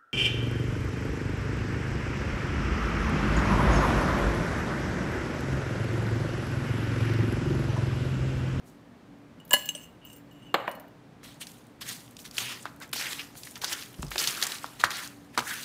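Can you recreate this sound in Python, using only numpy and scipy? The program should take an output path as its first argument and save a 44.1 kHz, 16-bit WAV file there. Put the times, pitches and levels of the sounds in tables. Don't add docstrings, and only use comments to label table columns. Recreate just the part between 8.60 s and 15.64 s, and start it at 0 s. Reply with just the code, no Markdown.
import sys
import numpy as np
from scipy import signal
from scipy.fft import rfft, irfft
from scipy.io import wavfile
from scipy.ndimage import uniform_filter1d

SR = 44100
rng = np.random.default_rng(int(sys.argv[2]) if len(sys.argv) > 2 else 0)


def convert_level_to_amplitude(level_db):
    exponent = np.asarray(level_db, float) / 20
    return 10 ** exponent


def output_pcm(signal):
    pcm = np.clip(np.atleast_2d(signal).T, -1, 1) * 32767
    wavfile.write(sys.argv[1], SR, np.round(pcm).astype(np.int16))


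N = 310464


def evened(x):
    return x / np.sqrt(np.mean(x ** 2) + 1e-20)


def decay(t, t60):
    return convert_level_to_amplitude(-60 * t / t60)


def onset(t, rise_s):
    return np.minimum(t / rise_s, 1)


def read(points, hz):
    f, value = np.transpose(points)
    return np.interp(np.log(hz + 1), np.log(f + 1), value)


def colour(x, points):
    return irfft(rfft(x) * convert_level_to_amplitude(read(points, np.fft.rfftfreq(len(x), 1 / SR))), len(x))


def resonate(x, hz, width):
    return signal.lfilter(*signal.iirpeak(min(hz, SR / 2.2), max(hz / width, .2), SR), x)


def add(mix, s, sound):
    part = mix[round(s * SR):][:len(sound)]
    part += sound[:len(part)]


def ring(modes, t, spread_db):
    hz, db, t60 = np.transpose(modes)[:, :, None]
    luck, shift = rng.standard_normal((2, *hz.shape))
    detuned = hz * (1 + .002 * shift)
    return (convert_level_to_amplitude(db + spread_db * luck - 60 * t / t60) * np.sin(2 * np.pi * detuned * t)).sum(0)


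# [f/Hz, level/dB per Hz]
AIR_SPECTRUM = [(15, -65.5), (49, -11), (90, -17), (159, -7), (300, -13.5), (700, -19.5), (1900, -28),
                (16500, -54.5)]
# [f/Hz, bandwidth/Hz, level/dB]
HUM_LINES = [(120, 9.5, -62), (239.2, 13, -62), (286.6, 4, -59.5)]


def air():
    frames, hz = N // 256 + 5, np.fft.rfftfreq(1024, 1 / SR)
    a, b, patches = rng.standard_normal((frames, 513, 3)).T
    patches = evened(uniform_filter1d(uniform_filter1d(patches, size=8, axis=0), size=16, axis=1))
    spectrum = (a + 1j * b) * convert_level_to_amplitude(0.31 * patches)
    hiss = evened(signal.istft(spectrum, nperseg=1024, noverlap=768)[1][:N])
    hum = sum(convert_level_to_amplitude(db) * evened(resonate(rng.standard_normal(N), hz, width)) for hz, width, db in HUM_LINES)
    return convert_level_to_amplitude(-54) * evened(colour(hiss, AIR_SPECTRUM)) + hum


# [f/Hz, t60/s]
ROOM_DECAY = [(200, 0.64), (600, 0.58), (1500, 0.58), (4000, 0.16), (10000, 0.53)]


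def kitchen(x):
    taps = np.zeros(SR)
    at = np.arange(120, SR - 20, 20)
    taps[at + rng.integers(0, 20, len(at))] = rng.choice([-1., 1.], len(at))
    hz, t, z = signal.stft(taps, SR, nperseg=256)
    tail = signal.istft(z * decay(t, read(ROOM_DECAY, hz)[:, None]), SR, nperseg=256)[1]
    return signal.fftconvolve(x, tail / np.linalg.norm(tail))[:N]


# [t/s, peak level/dB]
BASE_KNOCKS = [
    (1.94, -7.5),
    (2.076, -16),
]
# [f/Hz, level/dB per Hz]
THUD_SPECTRA = [
    [(200, -13), (600, -1), (1400, -8), (2200, -9.5), (4300, -18), (5600, -44), (7500, -32.5), (14000, -72)],
    [(180, -50.5), (300, -29), (613, 1), (1060, -10), (1570, -13), (2230, -14.5), (4910, -38),
     (13200, -110)],
]
# [f/Hz, level/dB, t60/s]
COUNTER_MODES = [(206, -15, 0.0374), (336, -16.5, 0.038), (555, -14.5, 0.093)]


def counter():
    out, t = np.zeros(N), np.arange(8000) / SR
    stone = signal.butter(2, 400., "highpass", fs=SR, output="sos")
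    for (s, peak_db), thud in zip(BASE_KNOCKS, THUD_SPECTRA):
        grit = colour(rng.standard_normal(len(t)), thud)
        dull = signal.lfilter(*signal.butter(1, 2610, fs=SR), grit)
        bright_part = grit * (decay(t, 0.033) + convert_level_to_amplitude(-29.0) * decay(t, 0.22))
        dying = bright_part + dull * convert_level_to_amplitude(-27.0) * decay(t, 1.43)
        clatter = signal.sosfilt(stone, dying * onset(t, 0.0004))
        crack = convert_level_to_amplitude(-30.0) * decay(t, 0.023) * np.diff(rng.standard_normal(len(t) + 1))
        modes = ring(COUNTER_MODES, t, spread_db=-1.5) * onset(t, 0.0057)
        add(out, s + 0.0023, convert_level_to_amplitude(peak_db) * (clatter / abs(clatter).max() + crack + modes))
    return out


# [f/Hz, level/dB, t60/s]
GLASS_MODES = [(2866, -4, 0.15), (2964, -5, 0.18)]
SHOULDER_MODES = [(5670, -15, .04), (6335, -2, .04), (7085, -7, .05), (7400, -3, .04), (7530, 6, .022),
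                  (7660, -1, .03), (8690, 1, .045), (8870, -4, .035)]
LID_MODES = [(10055, -10, .08), (10970, -14, .05), (11790, -10, .045), (12135, -3, .03), (12840, -6, .03),
             (13300, 4, .012), (13840, -1, .025), (14750, -2, .03), (15270, -2, .045)]
# [t/s, glass level/dB, shoulder level/dB, lid level/dB]
JAR_TAPS = [(0.799, -50.5, -53, -55), (0.8495, -77, -69, -50), (0.877, -82, -68, -47),
            (0.8916, -66, -69, -48), (0.9073, -30.5, -22.5, -30), (0.9311, -12.5, -20, -19),
            (0.936, -48, -13.5, -17), (0.989, -56, -36, -50), (1.0562, -39, -41, -31),
            (1.0764, -57, -57, -46), (1.088, -38, -27, -34), (1.1488, -40.5, -30, -42),
            (1.1644, -59, -49, -49.5), (1.449, -47.5, -67.5, -48), (1.499, -53, -45, -61),
            (1.528, -55, -51.5, -43), (1.5614, -62, -63.5, -48.5), (1.7105, -57.5, -54.5, -58),
            (1.8208, -54, -72, -69.5), (1.9994, -45, -67, -60), (2.0736, -43, -65, -54),
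            (2.089, -47, -69, -47), (2.113, -52, -56, -38), (2.15, -52, -59, -46), (2.197, -62.5, -73, -44),
            (2.2794, -65, -73, -58)]
# [t/s, level/dB]
BELLY_BUMPS = [
    (0.9089, -31.5),
    (0.919, -31.5),
    (0.9358, -15),
    (0.965, -29.5),
    (1.151, -58),
]
# [f/Hz, level/dB, t60/s]
BELLY_MODES = [(247, -10.5, 0.08), (583, -2, 0.042), (800, -7, 0.05), (1000, -1.5, 0.038),
               (1697, -1.5, 0.08), (2030, -8, .04), (4228, -30, .1), (7530, -5.5, 0.027)]


def jar():
    out, t = np.zeros(N), np.arange(8000) / SR
    peak_over_part_db = 10.5
    beat_lead_turns = .12
    grip = 1 - 0.4 / (1 + np.exp((.02 - t) / 0.002))
    for s, glass_db, shoulder_db, lid_db in JAR_TAPS:
        peak_db = max(glass_db, shoulder_db, lid_db) + peak_over_part_db
        contact = rng.standard_normal(400) * decay(t[:400], 0.022)
        tick = convert_level_to_amplitude(lid_db - 7.5) * np.diff(contact)
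        lower = ring(GLASS_MODES[:1], t, spread_db=0)
        leading = ring(GLASS_MODES[1:], t + beat_lead_turns / GLASS_MODES[1][0], spread_db=0)
        body = convert_level_to_amplitude(glass_db + 2.5) * (lower - leading) * grip
        upper = convert_level_to_amplitude(shoulder_db - 14) * ring(SHOULDER_MODES, t, spread_db=3)
        upper = upper + convert_level_to_amplitude(lid_db - 13) * ring(LID_MODES, t, spread_db=3)
        wash_decay = decay(t, 0.046) + convert_level_to_amplitude(-13.0) * decay(t, 0.36)
        crowded_modes = resonate(rng.standard_normal(len(t)), 3600, 3600)
        scraped = signal.oaconvolve(upper, contact / np.linalg.norm(contact))[:len(t)]
        add(out, s + 0.0015, tick)
        add(out, s + 0.00062, convert_level_to_amplitude(peak_db - 21.0) * wash_decay * crowded_modes)
        add(out, s + 0.001, body * onset(t, 0.00064) + scraped)
    for s, db in BELLY_BUMPS:
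        add(out, s, convert_level_to_amplitude(db) * ring(BELLY_MODES, t, spread_db=-3.0) * onset(t, 0.0016))
    return out


def along(rows):
    s, *columns = np.transpose(rows)
    i = np.arange(round(s[0] * SR), min(round(s[-1] * SR), N))
    return i, [np.interp(i / SR, s, c) for c in columns]


# [t/s, glass level/dB, shoulder and lid level/dB]
CHATTER_MOVES = [
    [(0.96, -39, -67), (1.15, -48.5, -57), (1.234, -49, -49.5), (1.36, -74.5, -94)],
    [(1.41, -56.5, -98), (1.46, -52, -55.5), (1.6, -63, -58)],
    [(1.7, -65, -68), (1.894, -54, -67.5), (1.93, -66, -84)],
]


def chatter():
    t, glass, upper = np.arange(8000) / SR, np.zeros(N), np.zeros(N)
    sizes = convert_level_to_amplitude(4 * np.minimum(rng.exponential(1, N), 3))
    happens = rng.random(N) < 500. / SR
    contacts = evened(sizes * happens * rng.choice([-1, 1], N))
    grip_s = 0.075
    spot = rng.integers(0, 6, 400)[np.minimum(np.arange(N) / (grip_s * SR), 399).astype(int)]
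    for rows in CHATTER_MOVES:
        i, (glass_db, upper_db) = along(rows)
        glass[i] = convert_level_to_amplitude(glass_db - 4.0) * contacts[i]
        upper[i] = convert_level_to_amplitude(upper_db - 6.0) * contacts[i]
    loose = [(hz, min(db, -4), max(t60, .07)) for hz, db, t60 in [*SHOULDER_MODES, *LID_MODES]]
    held_pitch = .989
    out = np.zeros(N)
    for k in range(6):
        glass_ring = ring(GLASS_MODES, held_pitch * t, spread_db=2.5) * decay(t, 0.1)
        upper_ring = ring(loose, t, spread_db=4)
        for x, r in (glass, glass_ring), (upper, upper_ring):
            out += signal.oaconvolve(x * (spot == k), r / np.linalg.norm(r))[:N]
    grazing = resonate(resonate(upper, 5500, 4000), 5500, 4000)
    return out + convert_level_to_amplitude(-5) * grazing


# [t/s, f/Hz, level/dB, t60/s]
STRUCK_PINGS = [(.8505, 11700, -51, 0.054), (.8505, 13890, -58, .06), (.8926, 13690, -51, .08),
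                (.8926, 11875, -48, .08), (.909, 7075, -44, .06), (.923, 12190, -31, .06),
                (0.9307, 8680, -18, .03), (.9312, 15270, -17, .035), (.9335, 13800, -17, .03),
                (.9365, 7540, -10.5, 0.02), (.937, 12100, -16.5, 0.028), (.939, 10100, -25, 0.082),
                (0.937, 4250, -26.5, 0.1), (0.92, 975, -31, 0.052), (1.089, 7800, -28, .03),
                (1.089, 3900, -36.5, 0.039), (.938, 7100, -32, 0.14), (.990, 7430, -42, .1),
                (1.0565, 14750, -36, .035), (1.0565, 13470, -40, .03), (1.0565, 7260, -42, .05),
                (1.0565, 6340, -45, 0.041), (1.077, 11865, -48, .04), (1.077, 14750, -50, .05),
                (1.0896, 2875, -18.5, 0.06), (1.089, 6310, -27.5, .046), (1.089, 7450, -32.5, 0.076),
                (1.089, 13480, -34, .04), (1.152, 8500, -35, 0.044), (1.150, 6040, -37, .035),
                (1.150, 7700, -44, .06), (1.150, 3180, -32, .018), (1.1654, 6135, -51, 0.05),
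                (1.1654, 10980, -58, 0.14), (1.450, 14750, -49, 0.06), (1.450, 13900, -45, .04),
                (1.500, 8600, -54, .05), (1.5293, 8700, -53, 0.13), (1.5303, 6105, -58, .08),
                (1.5624, 14750, -57, .14), (1.5624, 10130, -59, .06), (1.5624, 11885, -58, .1),
                (1.725, 12300, -58, .035), (1.83, 8700, -63, .1), (1.9415, 13300, -34, .03),
                (1.9414, 7680, -40, 0.032), (2.114, 8800, -48, 0.051), (2.114, 4230, -60, 0.097),
                (2.2804, 11950, -63, 0.05)]
# [t/s, f/Hz, level/dB, t60/s]
LINGERING_RINGS = [(.937, 4245, -47, .7), (.937, 1697, -43, .6), (.966, 575, -34, .05),
                   (1.152, 590, -38, .06), (1.943, 2900, -47, .25), (2.078, 565, -37, .2),
                   (.937, 8680, -47, .25), (.937, 8872, -50, .3), (.937, 13730, -50, .24),
                   (.937, 11790, -48, .2), (.937, 6315, -50, .3), (1.089, 10970, -50, .12),
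                   (1.089, 12840, -44, .05), (1.152, 8740, -46, .2), (2.15, 4290, -60, .2)]
# [t/s, level/dB]
LID_SETTLES = [
    (2.0004, -59),
    (2.091, -46),
    (2.151, -49),
    (2.198, -49),
]
# [f/Hz, level/dB, t60/s]
RIM_MODES = [(11950, -1, 0.053), (13910, -3, .045)]


def pings():
    out, t = np.zeros(N), np.arange(16000) / SR
    settling = [(s, hz, db + rim_db, t60) for s, db in LID_SETTLES for hz, rim_db, t60 in RIM_MODES]
    for s, hz, db, t60 in [*STRUCK_PINGS, *LINGERING_RINGS, *settling]:
        add(out, s, convert_level_to_amplitude(db) * decay(t, t60) * np.sin(2 * np.pi * hz * t) * onset(t, 0.00051))
    return out


# [t/s, peak level/dB, f/Hz, t60/s]
TRAY_BUMPS = [(3.291, -43, 120, 0.37), (3.819, -37, 122, 0.26), (4.34, -34, 229, 0.092),
              (5.388, -25.5, 171, .07), (5.39, -25, 64, 0.18), (5.431, -26, 145, 0.2),
              (5.44, -29.5, 51.3, 0.44), (5.555, -25, 368, 0.064), (5.619, -33, 257, 0.13),
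              (5.677, -33, 126, 0.1), (6.248, -24, 115, 0.061), (6.779, -26, 234, 0.14),
              (6.783, -35, 120, 0.32)]


def tray():
    out, t = np.zeros(N), np.arange(15000) / SR
    for s, peak_db, hz, t60 in TRAY_BUMPS:
        loose = resonate(resonate(rng.standard_normal(len(t)), 1.26 * hz, 2.0 * hz), 1.26 * hz, 2.0 * hz)
        flex = np.sin(2 * np.pi * hz * t) + .5 * evened(loose)
        add(out, s, convert_level_to_amplitude(peak_db - 7.0) * decay(t, t60) * flex * onset(t, 0.0019))
    return out


# [t/s, peak level/dB]
FLOUR_TICKS = [(.584, -60), (3.067, -47), (3.509, -41), (4.0971, -52), (4.113, -52), (4.1275, -53),
               (4.1609, -44), (4.2003, -35), (4.2762, -43.5), (4.2911, -41), (4.314, -42), (4.976, -33),
               (5.2614, -39), (5.3294, -41.5), (6.6544, -55)]


def ticks():
    out, t = np.zeros(N), np.arange(200) / SR
    for s, peak_db in FLOUR_TICKS:
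        click = resonate(rng.standard_normal(len(t)) * decay(t, 0.0088), 10700.0, 7000.)
        add(out, s + 0.0014, convert_level_to_amplitude(peak_db) * click / abs(click).max())
    return out


# [centre t/s, level/dB, f/Hz, half length/s]
PAPER_HOLLOWS = [(2.693, -57, 3450, 0.056), (2.824, -42.5, 2970, 0.013), (3.227, -42, 3820, 0.0089),
                 (3.292, -43, 1880, 0.024), (3.316, -43, 4340, 0.025), (3.846, -42, 2950, 0.04),
                 (3.907, -40, 2720, 0.037), (4.229, -46.5, 1600, 0.021), (4.387, -36.5, 4600, 0.031),
                 (4.449, -39, 1850, 0.046), (4.6, -38, 2590, 0.014), (5.081, -38, 4970, 0.018),
                 (5.145, -45, 1500, 0.036), (5.786, -42, 1390, 0.052), (6.256, -48, 1250, 0.033),
                 (6.388, -41, 1700, 0.044), (6.878, -38, 1610, .02), (6.918, -36.5, 1650, 0.026),
                 (6.967, -44.5, 1540, 0.047), (6.352, -42.5, 4200, 0.045), (2.818, -43.5, 8600, 0.013),
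                 (4.029, -45.5, 8300, .006), (3.325, -45, 8040, 0.011), (3.397, -56, 3900, .02),
                 (5.683, -31, 5060, 0.0092)]


def hollows():
    out = np.zeros(N)
    for s, db, hz, half in PAPER_HOLLOWS:
        u = np.arange(-2.5, 2.5, 1 / (half * SR))
        pocket = resonate(resonate(rng.standard_normal(len(u)), hz, 0.5 * hz), hz, 0.5 * hz)
        add(out, s + u[0] * half, convert_level_to_amplitude(db) * evened(pocket) * np.exp(-u ** 2))
    return out


# [centre t/s, peak level/dB, f/Hz]
SKIN_POPS = [(3.266, -38, 1830), (4.056, -21, 1235), (4.216, -40, 1600), (4.334, -29, 1223),
             (4.362, -32.5, 830), (4.872, -34.5, 1770), (5.0398, -25.5, 960), (5.43, -27, 1060),
             (5.516, -29.5, 1260), (5.56, -28, 700), (6.044, -20, 1140), (6.2392, -1.8, 1420),
             (6.308, -22.5, 1800), (6.777, -13, 1090), (6.79, -15, 1240), (6.8053, -28, 780),
             (6.824, -28, 1290)]


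def pops():
    out, t = np.zeros(N), np.arange(-300, 300) / SR
    for s, peak_db, hz in SKIN_POPS:
        u = hz * t
        add(out, s + t[0], convert_level_to_amplitude(peak_db) * np.exp(-u ** 2) * np.cos(2 * np.pi * (u - 0.16 * u ** 2)))
        smack = resonate(rng.standard_normal(300), 2.6 * hz, 2.6 * hz) * decay(t[300:], .007)
        add(out, s - .6 / hz, convert_level_to_amplitude(peak_db - 10.) * smack)
    return out


# [peak t/s, rub level/dB, fall time/s, weight/dB]
WING_GRABS = [(2.645, -53.5, 0.18, 1), (2.816, -47.5, 0.04, -3.5), (2.879, -60, 0.23, -6),
              (3.218, -42.5, 0.035, 0), (3.599, -59, 0.058, -16), (3.657, -48, 0.036, -1),
              (3.785, -40, 0.23, 0), (4.22, -48, 0.055, 6.5), (4.362, -39, 0.073, -0.5),
              (4.403, -44, 0.13, 2), (4.6, -46, 0.035, 6), (4.966, -54.5, 0.021, 12),
              (5.023, -42.5, 0.038, 1.5), (5.045, -43, 0.16, 4.5), (5.52, -48.5, 1, 0.5),
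              (5.593, -33.5, 0.2, -1), (5.684, -42, 0.034, -5), (5.828, -39.5, 0.049, 7.5),
              (6.204, -42, 0.03, 2.5), (6.244, -36.5, 0.029, 13), (6.31, -41, 0.12, 4),
              (6.751, -54.5, 0.016, 6), (6.781, -45, 0.037, 7.5)]
# [peak t/s, rub level/dB, fall time/s, weight/dB]
WING_SLAPS = [
    (4.3318, -31.5, 0.023, -4.5),
    (6.7782, -31, 0.018, 10.5),
    (6.7915, -33.5, 0.011, 9.5),
]
# [peak t/s, rub level/dB, rise time/s, fall
# time/s, weight/dB]
SLOW_RUBS = [(.08, -71.5, 0.049, 0.11, -13), (3.295, -43.5, 0.053, 0.12, -3.5),
             (3.4, -67, 0.058, 0.53, -5), (3.765, -50, 0.048, 0.13, -2), (3.911, -49, 0.042, 0.082, 7),
             (4.062, -61.5, 0.006, 0.033, 23.5), (4.52, -44.5, 0.15, 0.2, 0.5),
             (4.78, -60.5, 0.025, 0.1, -23), (4.86, -56.5, 0.036, 0.23, -10),
             (5.132, -38.5, 0.046, 0.02, -1), (5.223, -47.5, 0.096, 0.097, -1),
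             (5.43, -61.5, 0.14, 0.87, -6), (5.79, -50, 0.03, 0.15, -5),
             (5.955, -47.5, 0.095, 0.042, 2.5), (6.051, -54.5, 0.037, 0.035, 7),
             (6.131, -86, 0.057, 0.079, 11), (6.454, -47.5, 0.14, 0.05, -1), (6.915, -44, 0.11, 0.19, -5),
             (7.02, -51.5, 0.12, 0.3, 0.5)]


def strokes():
    grabs = [(s, db, 0.016 * convert_level_to_amplitude(-0.22 * (db + 58.0)), fall, weight) for s, db, fall, weight in WING_GRABS]
    slaps = [(s, db, 0.0018, fall, weight) for s, db, fall, weight in WING_SLAPS]
    return [(s, db, -4 + weight, -1.5 - 0.63 * weight, rise, fall)
            for s, db, rise, fall, weight in [*grabs, *slaps, *SLOW_RUBS]]


# [f/Hz, level/dB]
PAPER_SPECTRUM = [(180, -38), (350, -3.5), (600, -11), (1830, -0.5), (3900, 1), (6780, -1.5), (15200, -6.5),
                  (16500, -20)]


def sliding():
    chance = rng.standard_normal(N)
    clumps_db = 1.3 * evened(uniform_filter1d(uniform_filter1d(chance, size=300), size=300))
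    crackle = np.zeros(N)
    for hz in np.geomspace(900, 12000, num=9):
        sizes = convert_level_to_amplitude(1.3 * np.minimum(rng.exponential(1, N), 4)) * (rng.random(N) < 150. / SR)
        u = np.arange(0, 6, hz / SR)
        crease = np.sqrt(hz) * np.sin(2 * np.pi * u) * u * np.exp(-u / 0.48)
        crackle += signal.oaconvolve(sizes, crease)[:N] * np.sqrt(hz)
    rub = colour((0.63 * evened(crackle) + rng.standard_normal(N)) * convert_level_to_amplitude(clumps_db), PAPER_SPECTRUM)
    z = signal.stft(rub, nperseg=256)[2]
    patches = np.resize(chance, z.shape)
    patches = evened(uniform_filter1d(uniform_filter1d(patches, size=5, axis=0), size=7, axis=1))
    rub = signal.istft(z * convert_level_to_amplitude(2.2 * patches), nperseg=256)[1][:N]
    low = signal.sosfiltfilt(signal.butter(2, 2000, fs=SR, output="sos"), rub)
    high = signal.sosfiltfilt(signal.butter(2, 6500, "highpass", fs=SR, output="sos"), rub)
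    low, mid, high = evened(low), evened(rub - low - high), evened(high)
    out = np.zeros(N)
    for s, rub_db, low_db, high_db, rise, fall in strokes():
        i = np.arange(max(round((s - 2 * rise) * SR), 0), min(round((s + 2 * fall) * SR), N))
        late = i / SR - s
        swell_db = 20 * np.where(late < 0, -(late / rise) ** 2, -late / fall)
        parts = mid[i] + convert_level_to_amplitude(low_db) * low[i] + convert_level_to_amplitude(high_db) * high[i]
        out[i] += convert_level_to_amplitude(rub_db + swell_db) * parts
    return out


# [t/s, peak level/dB, centre f/Hz]
BIG_FOLDS = [(2.812, -33, 3250), (3.21, -33, 4170), (3.768, -22, 4700), (3.781, -7.5, 2950),
             (4.3291, -19, 3300), (4.36, -27, 5160), (4.3903, -19, 4210), (4.4671, -16, 2370),
             (4.5305, -18.5, 3550), (4.594, -22, 2380), (4.8332, -22, 4900), (4.872, -28.5, 2000),
             (4.9556, -23, 4040), (5.0435, -10, 4400), (5.1293, -20.5, 4360), (5.423, -24.5, 8500),
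             (5.5162, -20.5, 2020), (5.58, -8, 3630), (5.64, -15, 4300), (5.673, -8.5, 4320),
             (5.8257, -7, 3970), (5.835, -12, 6300), (5.867, -15.5, 5950), (5.919, -16, 3920),
             (6.2102, -25, 2620), (6.2415, -12, 4230), (6.305, -19, 4750), (6.3154, -29, 2280),
             (6.776, -13.5, 3980), (6.7926, -18, 4400)]
# [t/s, peak level/dB, centre f/Hz]
SMALL_CRINKLES = [(2.6314, -36, 1790), (2.869, -25.5, 5120), (2.9168, -33.5, 8360), (2.9696, -43.5, 3150),
                  (3.219, -31, 3910), (3.4064, -39, 3840), (3.478, -39, 3400), (3.567, -28, 4600),
                  (3.5902, -31.5, 2940), (3.6444, -37, 4470), (3.6614, -33, 3420), (3.7112, -27, 4940),
                  (4.4109, -20, 1780), (4.411, -22, 6160), (4.3525, -22, 4000), (4.51, -28, 4500),
                  (4.4242, -18.5, 4400), (4.4484, -26, 1510), (4.457, -22, 2620), (4.524, -26, 3920),
                  (4.7531, -34, 1570), (4.91, -26, 9100), (5.0165, -24.5, 3700), (5.224, -23, 3450),
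                  (5.3423, -35.5, 3100), (5.4283, -25.5, 2860), (5.4474, -35, 9190), (5.466, -32.5, 5070),
                  (5.482, -33, 5150), (5.4902, -46, 1940), (5.5573, -17, 1700), (5.5984, -14, 4440),
                  (5.6164, -20, 2630), (5.6867, -18, 4020), (5.749, -20.5, 3250), (5.8146, -15, 4010),
                  (5.852, -20, 5930), (5.881, -27, 2750), (5.944, -25, 9100), (5.9542, -25, 2900),
                  (5.9834, -28, 3800), (6.0614, -30, 3720), (6.4745, -25, 5470), (6.8036, -22, 2710),
                  (2.7424, -40, 7000), (2.981, -45, 8000), (3.4614, -46, 7000), (4.054, -30, 3720),
                 (5.506, -26, 9500), (5.708, -21, 7000), (6.0337, -31, 8000), (6.093, -40, 7500),
                 (6.153, -44, 4500), (6.195, -37, 4000), (6.214, -20, 3480), (6.2213, -36, 4500),
                 (6.2535, -24, 5000), (6.3684, -25, 9500), (6.4, -30, 6000)]


def folds():
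    big = [(*row, 0.027) for row in BIG_FOLDS]
    return big + [(*row, 0.017) for row in SMALL_CRINKLES]


def snaps():
    out, t = np.zeros(N), np.arange(4000) / SR
    for s, peak_db, hz, t60 in folds():
        t60 = max(t60, .003)
        burst = rng.standard_normal(len(t)) * decay(t, t60) * onset(t, 0.00073)
        fold = resonate(burst, hz, 0.54 * hz)
        tone = np.sin(2 * np.pi * hz * t) * decay(t, t60 / 2) * onset(t, 0.00087)
        fold = fold / abs(fold).max() + .5 * tone
        edge = np.diff(burst, prepend=0)
        snap = fold / abs(fold).max() + convert_level_to_amplitude(-56.0) * edge / abs(edge).max()
        add(out, s, convert_level_to_amplitude(peak_db - 4.5) * snap)
    return out


def scene():
    jar_sounds = jar() + chatter() + pings()
    knocks = counter()
    near = sliding() + snaps() + pops() + ticks() + hollows()
    wet = kitchen(convert_level_to_amplitude(-15.5) * jar_sounds + convert_level_to_amplitude(-11.5) * knocks + convert_level_to_amplitude(-12.5) * near)
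    return (jar_sounds + knocks + near + wet + tray() + air())[None]


def top_cut(x):
    return signal.sosfilt(signal.butter(12, 16960, fs=SR, output="sos"), x)


def record(dry):
    low_cut = signal.sosfilt(signal.butter(2, 44.7, "highpass", fs=SR, output="sos"), dry)
    banded = signal.oaconvolve(low_cut, signal.firwin(301, 15700, fs=SR)[None], "same")
    return top_cut(banded)


dry = scene()
out = record(dry)
output_pcm(out)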